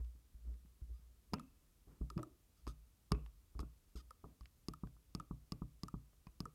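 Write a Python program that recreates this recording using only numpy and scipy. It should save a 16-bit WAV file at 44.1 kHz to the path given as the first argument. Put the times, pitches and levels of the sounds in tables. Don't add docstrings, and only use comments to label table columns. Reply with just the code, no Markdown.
import sys
import numpy as np
from scipy import signal
from scipy.fft import rfft, irfft
from scipy.io import wavfile
from scipy.ndimage import uniform_filter1d

SR = 44100
rng = np.random.default_rng(int(sys.argv[2]) if len(sys.argv) > 2 else 0)


def ratio(d):
    e = np.asarray(d, float) / 20
    return 10 ** e


def wrap_up_sound(samples):
    columns = np.atleast_2d(samples).T
    tamed = np.clip(columns, -1, 1)
    steps = np.round(tamed * 32767).astype(np.int16)
    wavfile.write(sys.argv[1], SR, steps)


N = 288414

# t/s, snap level/dB
CLICKS = [
    (4.6847, -32.5),
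    (5.1499, -32.5),
    (5.521, -33),
    (5.8341, -34.5),
    (6.4042, -33),
]
# t/s, thud level/dB
RELEASES = [
    (4.8342, -30.5),
    (5.309, -30.5),
    (5.618, -30),
    (5.9395, -30),
]
# f/Hz, level/dB, t60/s
LEAF = [(4940, 13.5, 0.0076), (4560, -9, 0.022), (5156, 2, 0.015), (6430, -4, 0.013), (2820, -16, 0.029),
        (3800, -43, 0.024), (2050, -8.5, 0.01), (6350, -15, 0.0054)]
LEAF_SCATTER_DB = 1.5


def clock(seconds):
    return np.arange(int(seconds * SR)) / SR


def decay(t, t60):
    return np.exp(-np.log(1000) * t / t60)


def band(x, hz, width):
    return signal.lfilter(*signal.iirpeak(hz, hz / width, fs=SR), x)


def twice_band(x, hz, width):
    return band(band(x, hz, width), hz, width)


def unit(x):
    return x / np.abs(x).max()


def add(track, s, sound):
    i = int(s * SR)
    track[i:i + len(sound)] += sound[:N - i]


def ring(modes, chance, seconds, scatter_db, contact_ms, scale=1):
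    t = clock(seconds)
    hz, db, t60 = np.transpose(modes)[:, :, None]
    db = db + scatter_db * chance[:len(modes), None]
    free = (ratio(db) * np.sin(2 * np.pi * hz * scale * t) * decay(t, t60)).sum(axis=0)
    push = np.sin(np.linspace(0, np.pi, max(int(contact_ms * SR / 1000), 1) + 2))
    return unit(signal.fftconvolve(free, push)[:len(t)])


def crack(lo_hz, hi_hz, decay_ms, bounce_db):
    t = 1000 * clock(.025)
    shape = np.exp(-t / decay_ms) + ratio(bounce_db) * np.exp(-t / 3.74)
    colour = signal.butter(2, [lo_hz, hi_hz], "band", fs=SR, output="sos")
    return shape * signal.sosfilt(colour, rng.standard_normal(len(t)))


def glide(table):
    s, *columns = np.transpose(table)
    start, end = s[0], s[-1]
    t = np.arange(start, end, 1 / SR)
    from_edge = np.minimum(t - start + (start < 1e-3), end - t)
    edge = np.clip(from_edge / min(.01, (end - start) / 12), 0, 1)
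    return start, edge, [np.interp(t, s, c) for c in columns]


def hiss():
    # f/Hz, level/dB per Hz
    spectrum = [(15, -32.5), (25, 4.5), (68, 3.5), (108, -7), (818, -28.5), (1230, -27.5), (1610, -31),
                (14800, -30.5), (16000, -37)]
    hz, db = np.transpose(spectrum)
    f = np.fft.rfftfreq(N, 1 / SR) + 1
    x = irfft(rfft(rng.standard_normal(N)) * ratio(np.interp(np.log(f), np.log(hz), db)), N)
    return ratio(-69) * x / x.std()


def skin_rub():
    # t/s, length/s, level/dB, shell share level/dB
    rubs = [
        (0.0, 0.022, -58.5, -33),
        (0.038, 0.052, -78, -20),
        (0.438, 0.14, -66, -38),
        (0.525, 0.035, -71, -27),
        (0.8, 0.049, -71.5, -28),
        (0.888, 0.063, -69.5, -33),
        (1.01, .04, -78, -22),
        (1.871, 0.16, -67, -22),
        (4.266, 0.099, -72.5, -26),
    ]
    attack, start_db, fade_db = .3, 9, 14
    on_desk, on_shell = np.zeros(N), np.zeros(N)
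    for s, seconds, db, shell_db in rubs:
        curve = [(s, db - start_db), (s + attack * seconds, db), (s + seconds, db - fade_db)]
        s, edge, (db,) = glide(curve)
        grain = edge * ratio(db) * rng.standard_normal(len(db))
        add(on_desk, s, grain)
        add(on_shell, s, grain * ratio(shell_db))
    dull = twice_band(on_desk, 170, 290)
    hollow = band(band(on_shell, 780, 700), 950, 560)
    return ratio(19) * dull + ratio(29.5) * hollow


def rocking():
    # peak t/s, level/dB, swell/s, t60/s
    swells = [
        (0.01, -38.5, .02, 0.39),
        (0.485, -39.5, 0.086, 0.25),
        (0.63, -59, 0.029, 0.37),
        (0.91, -41, .04, 0.14),
        (1.025, -55.5, 0.018, 0.39),
        (1.29, -61, 0.027, 0.04),
        (2.641, -54, 0.0414, 0.044),
    ]
    rock_hz, swell_db, hold_s = 58.5, 19.5, .04
    out = np.zeros(N)
    for s, db, swell, t60 in swells:
        start = max(s - swell, 0)
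        curve = [(start, rock_hz, db - swell_db * (start > 0)), (s, rock_hz, db),
                 (s + hold_s, rock_hz, db - 4.0), (s + hold_s + t60 / 2, rock_hz, db - 31.5)]
        s, edge, (hz, db) = glide(curve)
        add(out, s, edge * ratio(db + 1.5) * np.sin(2 * np.pi * np.cumsum(hz) / SR))
    return out


def taps():
    # t/s, level/dB, f/Hz near the top of the band, length/ms
    nail_taps = [(0.046, -64, 4830, 5.4), (.159, -73, 2500, 1.5), (.54, -65.5, 4530, 2.5),
                 (0.659, -68, 1300, 1.5), (1.359, -70, 9000, 1.2), (1.384, -55, 2200, 3.7),
                 (2.192, -56, 2500, 4.5), (3.262, -53, 2070, 2.3), (4.434, -65, 3000, 1.3),
                 (4.457, -48.5, 3300, 0.64), (4.871, -61, 3220, 0.54), (4.872, -55.5, 1250, 2.9),
                 (5.206, -56, 2480, 1.2), (6.132, -66, 1350, 3.8), (6.268, -61, 2550, 1.9)]
    out = np.zeros(N)
    for s, db, hz, ms in nail_taps:
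        add(out, s, ratio(db) * unit(crack(0.17 * hz, 1.1 * hz, 0.84 * ms, -14)))
    return out


def blows():
    # t/s, thud level/dB, boom level/dB, panel level/dB
    pushes = [(0.151, -56.5, -64, -60.5), (0.343, -61, -48.5, -68), (0.649, -51.5, -65, -62.5),
              (0.817, -68, -42.5, -58), (1.34, -50, -54, -56), (2.011, -31.5, -35.5, -37.5),
              (2.158, -48, -58, -38.5), (2.668, -46, -48, -41), (3.13, -42, -46.5, -40),
              (3.146, -59, -66, -38.5), (3.631, -36, -43, -47.5), (4.408, -51.5, -49, -57),
              (6.455, -42, -62, -48.5)]
    # t/s, thud level/dB, boom level/dB, panel level/dB
    jolts = [(0.994, -56, -68, -72), (1.321, -49, -68, -40.5), (1.345, -50, -57, -40.5),
             (1.871, -51.5, -57, -50.5), (2.006, -54, -42, -53), (2.167, -25, -51, -41),
             (2.173, -33, -64, -34.5), (2.19, -56, -65, -42.5), (3.552, -46, -41, -48),
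             (3.604, -38, -68, -51), (4.238, -43.5, -65, -41.5), (4.243, -42.5, -55.5, -57),
             (5.201, -40, -55, -47.5), (6.268, -41, -53.5, -56.5)]
    # t/s, thud level/dB, boom level/dB, panel level/dB, contact/ms
    landings = [
        (1.3343, -28, -56, -40, 1.36),
        (1.3385, -29, -56, -52, 1.4),
        (3.1148, -26, -31, -43.5, 4.5),
    ]
    # t/s, thud level/dB, boom level/dB, panel level/dB
    lifts = [
        (2.674, -37, -44.5, -52),
        (3.12, -21.5, -35, -34),
        (3.593, -39, -39, -41.5),
        (3.954, -41.5, -43.5, -48.5),
    ]
    # panel tilt in dB per octave, contact in ms
    push_touch, jolt_touch, lift_touch = (-5.5, 2.85), (5.3, 3.23), (4.5, 2)
    click_touch, release_touch = (-1.4, 2.48), (-5, 2.7)
    landing_tilt_db = 1
    down, up = 0.98, -1.156
    rows = [(down, *row, *push_touch) for row in pushes]
    rows += [(down, *row, *jolt_touch) for row in jolts]
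    rows += [(down, *row, landing_tilt_db, ms) for *row, ms in landings]
    rows += [(up, *row, *lift_touch) for row in lifts]
    rows += [(up, s, db + 2.5, db - 17.5, db - 8, *click_touch) for s, db in CLICKS]
    rows += [(up, s, db, db - 14.5, db - 9.5, *release_touch) for s, db in RELEASES]
    return rows


def tilted(modes, db_per_octave):
    return [(hz, db + db_per_octave * np.log2(hz / 200), t60) for hz, db, t60 in modes]


def desk():
    # f/Hz, level/dB, t60/s
    boom_modes = [(61, -5, 0.12), (58.4, -2, 0.41), (51.37, -9.5, 0.6), (70, -12.5, .12)]
    # f/Hz, level/dB, t60/s
    panel_modes = [(120, -0.5, 0.2), (151.4, -3.5, 0.31), (218.7, -4, 0.16), (258, -10.5, 0.29),
                   (295, -3.5, 0.18), (324, -10.5, 0.22), (423, 1.5, 0.084), (503, -9.5, 0.051),
                   (623, -43, 0.35), (780, -12, 0.082)]
    thud_modes = [(177, 3.5, 0.017), (359, -4.0, 0.0085)]
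    out, t = np.zeros(N), clock(.35)
    wood = signal.butter(3, [110, 700], "band", fs=SR, output="sos")
    bass_cut = signal.butter(2, 45, "high", fs=SR, output="sos")
    every_blow = blows()
    chance = rng.standard_normal((len(every_blow), 11))
    for (sign, s, thud_db, boom_db, panel_db, tilt_db, ms), c in zip(every_blow, chance):
        thud = signal.sosfilt(bass_cut, ring(thud_modes, c, .06, 5.9, ms))
        boom = ring(boom_modes, c, 0.58, 0.99, ms, 1 + .02 * c[-1])
        panel = ring(tilted(panel_modes, tilt_db), c, .35, 1.13, 0.89 * ms, 1 + 0.021 * c[-1])
        rattle = unit(signal.sosfilt(wood, rng.standard_normal(len(t))) * decay(t, 0.25))
        add(out, s, sign * ratio(thud_db) * thud)
        add(out, s, sign * ratio(boom_db + 3) * boom)
        add(out, s + .003, sign * ratio(panel_db) * (panel + ratio(tilt_db - 21.5) * rattle))
    return out


def stroke(s, seconds, hz, rough, back, slow_hz, fade_db):
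    slowing_s = .024
    rows = []
    for u in np.linspace(0, seconds, num=9):
        slip_hz = slow_hz + (hz - slow_hz) * np.exp(-(u / slowing_s) ** 2)
        rows.append((s + u, slip_hz, -fade_db * (u / seconds) ** 2, rough, back))
    return rows


def wheel_squeak():
    # t/s, length/s, pressure level/dB, first slip rate f/Hz
    squeaks = [
        (0.931, 0.084, -90, 1200),
        (2.568, .053, -86, 1300),
        (2.676, 0.052, -65.5, 1250),
        (3.6, 0.02, -65.5, 1230),
        (3.953, 0.065, -67, 1420),
    ]
    # roughness 0-1, back-slip share 0-1, final slip rate f/Hz, fade level/dB
    grips = [(.15, 0, 1240, 5), (.5, 0, 1250, 7), (.36, .7, 1300, 20), (.5, .4, 1100, 20), (.18, 0, 620, 8)]
    # f/Hz, width f/Hz, level/dB
    wheel_modes = [(1250, 174, -1), (3350, 700, -7), (4920, 410, -0.5), (6480, 560, -6), (8450, 840, -8.5),
                   (11830, 460, -7.5)]
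    slips = np.zeros(N)
    for (s, seconds, press_db, first_hz), hold in zip(squeaks, grips):
        s, edge, (hz, db, rough, back) = glide(stroke(s, seconds, first_hz, *hold))
        wobble = uniform_filter1d(rng.standard_normal(len(hz)), size=40)
        cycle = np.cumsum(hz * (1 + 1.6 * rough * wobble)) / SR
        pulses = np.exp(-(cycle % 1) / 0.027) - back * np.exp(-((cycle + .5) % 1) / 0.017)
        grip = ratio(19 * uniform_filter1d(rng.standard_normal(len(hz)), size=150))
        scrape = 1.24 * rough * rng.standard_normal(len(hz))
        add(slips, s, edge * ratio(db + press_db) * grip * (6 * pulses + scrape))
    wheel = np.zeros(N)
    for k, (hz, width, db) in enumerate(wheel_modes):
        wheel += (-1) ** k * ratio(db) * band(slips, hz, width)
    return ratio(16.0) * wheel


def snaps():
    # t/s, snap level/dB, shell level/dB, shell f/Hz
    contacts = [
        (1.3352, -34, -44, 920),
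        (1.3394, -31.5, -43.5, 1238),
        (2.178, -46.5, -52.5, 1180),
        (2.6685, -49.5, -53.5, 1050),
        (2.6765, -46.5, -57, 1160),
        (3.1192, -27, -38.5, 1111),
        (3.148, -63, -60, 1120),
        (3.5926, -45, -50.5, 1126),
        (4.4093, -55.5, -66.5, 1140),
        (6.2695, -58, -61, 1020),
    ]
    rows = [(s, db, shell_db, hz, db - 22.5, -15) for s, db, shell_db, hz in contacts]
    rows += [(s, db, db - 20.5, 1154, db - 26.5, -6.5) for s, db in CLICKS]
    return rows


def after_ring(t60):
    # f/Hz, width f/Hz, level/dB
    hollows = [(1250, 370, 2.5), (2490, 820, -3.5), (5180, 620, -19)]
    t = clock(.25)
    buzz = rng.standard_normal(len(t)) * decay(t, t60)
    return unit(sum(ratio(db) * twice_band(buzz, hz, width) for hz, width, db in hollows))


def switch_snaps():
    # ratio to the main ring, level/dB, t60/s
    shell_modes = [(1, 20.5, 0.034), (1.077, 13, 0.042), (0.836, 4, 0.033), (1.3, 1, 0.039),
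                   (0.36, -56, 0.13)]
    out = np.zeros(N)
    every_snap = snaps()
    chance = rng.standard_normal((len(every_snap), 8))
    for (s, db, shell_db, hz, crack_db, bounce_db), c in zip(every_snap, chance):
        add(out, s, ratio(db) * ring(LEAF, c, .05, LEAF_SCATTER_DB, .06))
        add(out, s + 0.00199, ratio(shell_db - 18.5) * after_ring(0.39))
        add(out, s, ratio(shell_db + 10) * ring(shell_modes, c, 0.24, 3.3, 0.15, hz))
        add(out, s, ratio(shell_db) * crack(1730, 2970, 0.44, 5.8))
        add(out, s, ratio(crack_db + 12) * crack(4900, 12200, 0.67, bounce_db))
    return out


def wobbles():
    # t/s, f/Hz, level/dB, t60/s
    lone_rings = [(1.343, 197, -54, .36), (1.345, 253, -49, .42), (1.345, 524, -58, .2),
                  (1.345, 2620, -68, .5), (2.11, 350, -57.5, .11), (2.18, 325, -47.5, .36),
                  (2.18, 620, -57, .33), (2.181, 502, -57, .08), (3.125, 420, -52, .3),
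                  (3.125, 2600, -66, .3), (4.108, 474, -63.5, .05), (6.268, 2520, -65, .02),
                  (6.458, 430, -59.5, .07)]
    out, t = np.zeros(N), clock(.35)
    for s, hz, db, t60 in lone_rings:
        kicks = rng.standard_normal(len(t)) * decay(t, t60)
        rough = unit(twice_band(kicks, hz, min(0.25 * hz, 130)))
        clean = ring([(hz, 0, 0.54 * t60)], np.zeros(1), .35, 0, 1.14)
        add(out, s, ratio(db) * (rough + ratio(1.5) * clean))
    return out


def button_ticks():
    # t/s, leaf level/dB, shell level/dB, crack level/dB
    ticks = [
        (1.3963, -53, -54.5, -61),
        (2.1016, -38, -52.5, -58.5),
        (2.2304, -54, -51.5, -59),
        (3.6046, -56, -74, -65),
        (4.1074, -46, -55.5, -62.5),
        (4.736, -54, -53.5, -61),
        (5.199, -63, -48.5, -60.5),
        (5.8828, -50, -53, -60.5),
        (6.4548, -58, -48.5, -60.5),
    ]
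    # ratio to the main ring, level/dB, t60/s
    button_modes = [(0.993, 0, .028), (1.064, -1.5, 0.025), (1.41, -22.5, 0.031), (0.762, -13, 0.032),
                    (0.93, -31, 0.24)]
    main_hz = 1242.5
    out = np.zeros(N)
    for (s, db, shell_db, crack_db), c in zip(ticks, rng.standard_normal((len(ticks), 8))):
        add(out, s, ratio(db - 8) * ring(LEAF, c, .05, LEAF_SCATTER_DB, .05))
        first = ring(button_modes[:1], c, .2, 0, 0.27, main_hz)
        others = ring(button_modes[1:], c, .2, 0.71, 0.24, main_hz)
        add(out, s, ratio(shell_db + 8.0) * unit(first - others))
        add(out, s, ratio(crack_db + 10.5) * crack(2860, 10600, 0.92, -12))
    return out


def shell_knocks():
    # t/s, shell level/dB, shell f/Hz
    knocks = [
        (2.015, -56.5, 1130),
        (2.188, -46, 1120),
        (2.195, -46, 1240),
        (3.108, -59, 1140),
        (3.55, -62, 1160),
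        (3.63, -51, 1230),
        (4.242, -46, 1126),
        (4.966, -64.5, 1190),
    ]
    # ratio to the main ring, level/dB, t60/s
    cushioned = [(1.017, 3.5, 0.052), (0.903, -2.5, 0.043), (1.09, 8, 0.033), (0.89, -30, 0.6)]
    lag_s = 0.00242
    every_knock = knocks + [(s + lag_s, db - 14.5, 1114) for s, db in RELEASES]
    out = np.zeros(N)
    for (s, db, hz), c in zip(every_knock, rng.standard_normal((len(every_knock), 8))):
        add(out, s, ratio(db) * ring(cushioned, c, 0.16, 1.5, 0.76, hz))
    return out


def room(x):
    t60_s, level_db = 0.53, -33.5
    t = clock(.4)
    echoes = rng.standard_normal(len(t)) * decay(t, t60_s) * (t > .004)
    echoes = signal.lfilter(*signal.butter(2, 1700, fs=SR), echoes)
    return ratio(level_db) * signal.fftconvolve(x, echoes / np.linalg.norm(echoes))[:N]


def scene():
    finger = skin_rub() + wheel_squeak()
    mouse = taps() + switch_snaps() + button_ticks() + shell_knocks()
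    near = finger + mouse
    top = rocking() + desk() + wobbles()
    return (near + room(near) + top + hiss())[None]


def band_limit(x):
    return signal.sosfilt(signal.butter(12, 16410, fs=SR, output="sos"), x)


def record(dry):
    mic = signal.sosfilt(signal.butter(2, 36, "high", fs=SR, output="sos"), dry)
    return band_limit(mic)


dry = scene()
out = record(dry)
wrap_up_sound(out)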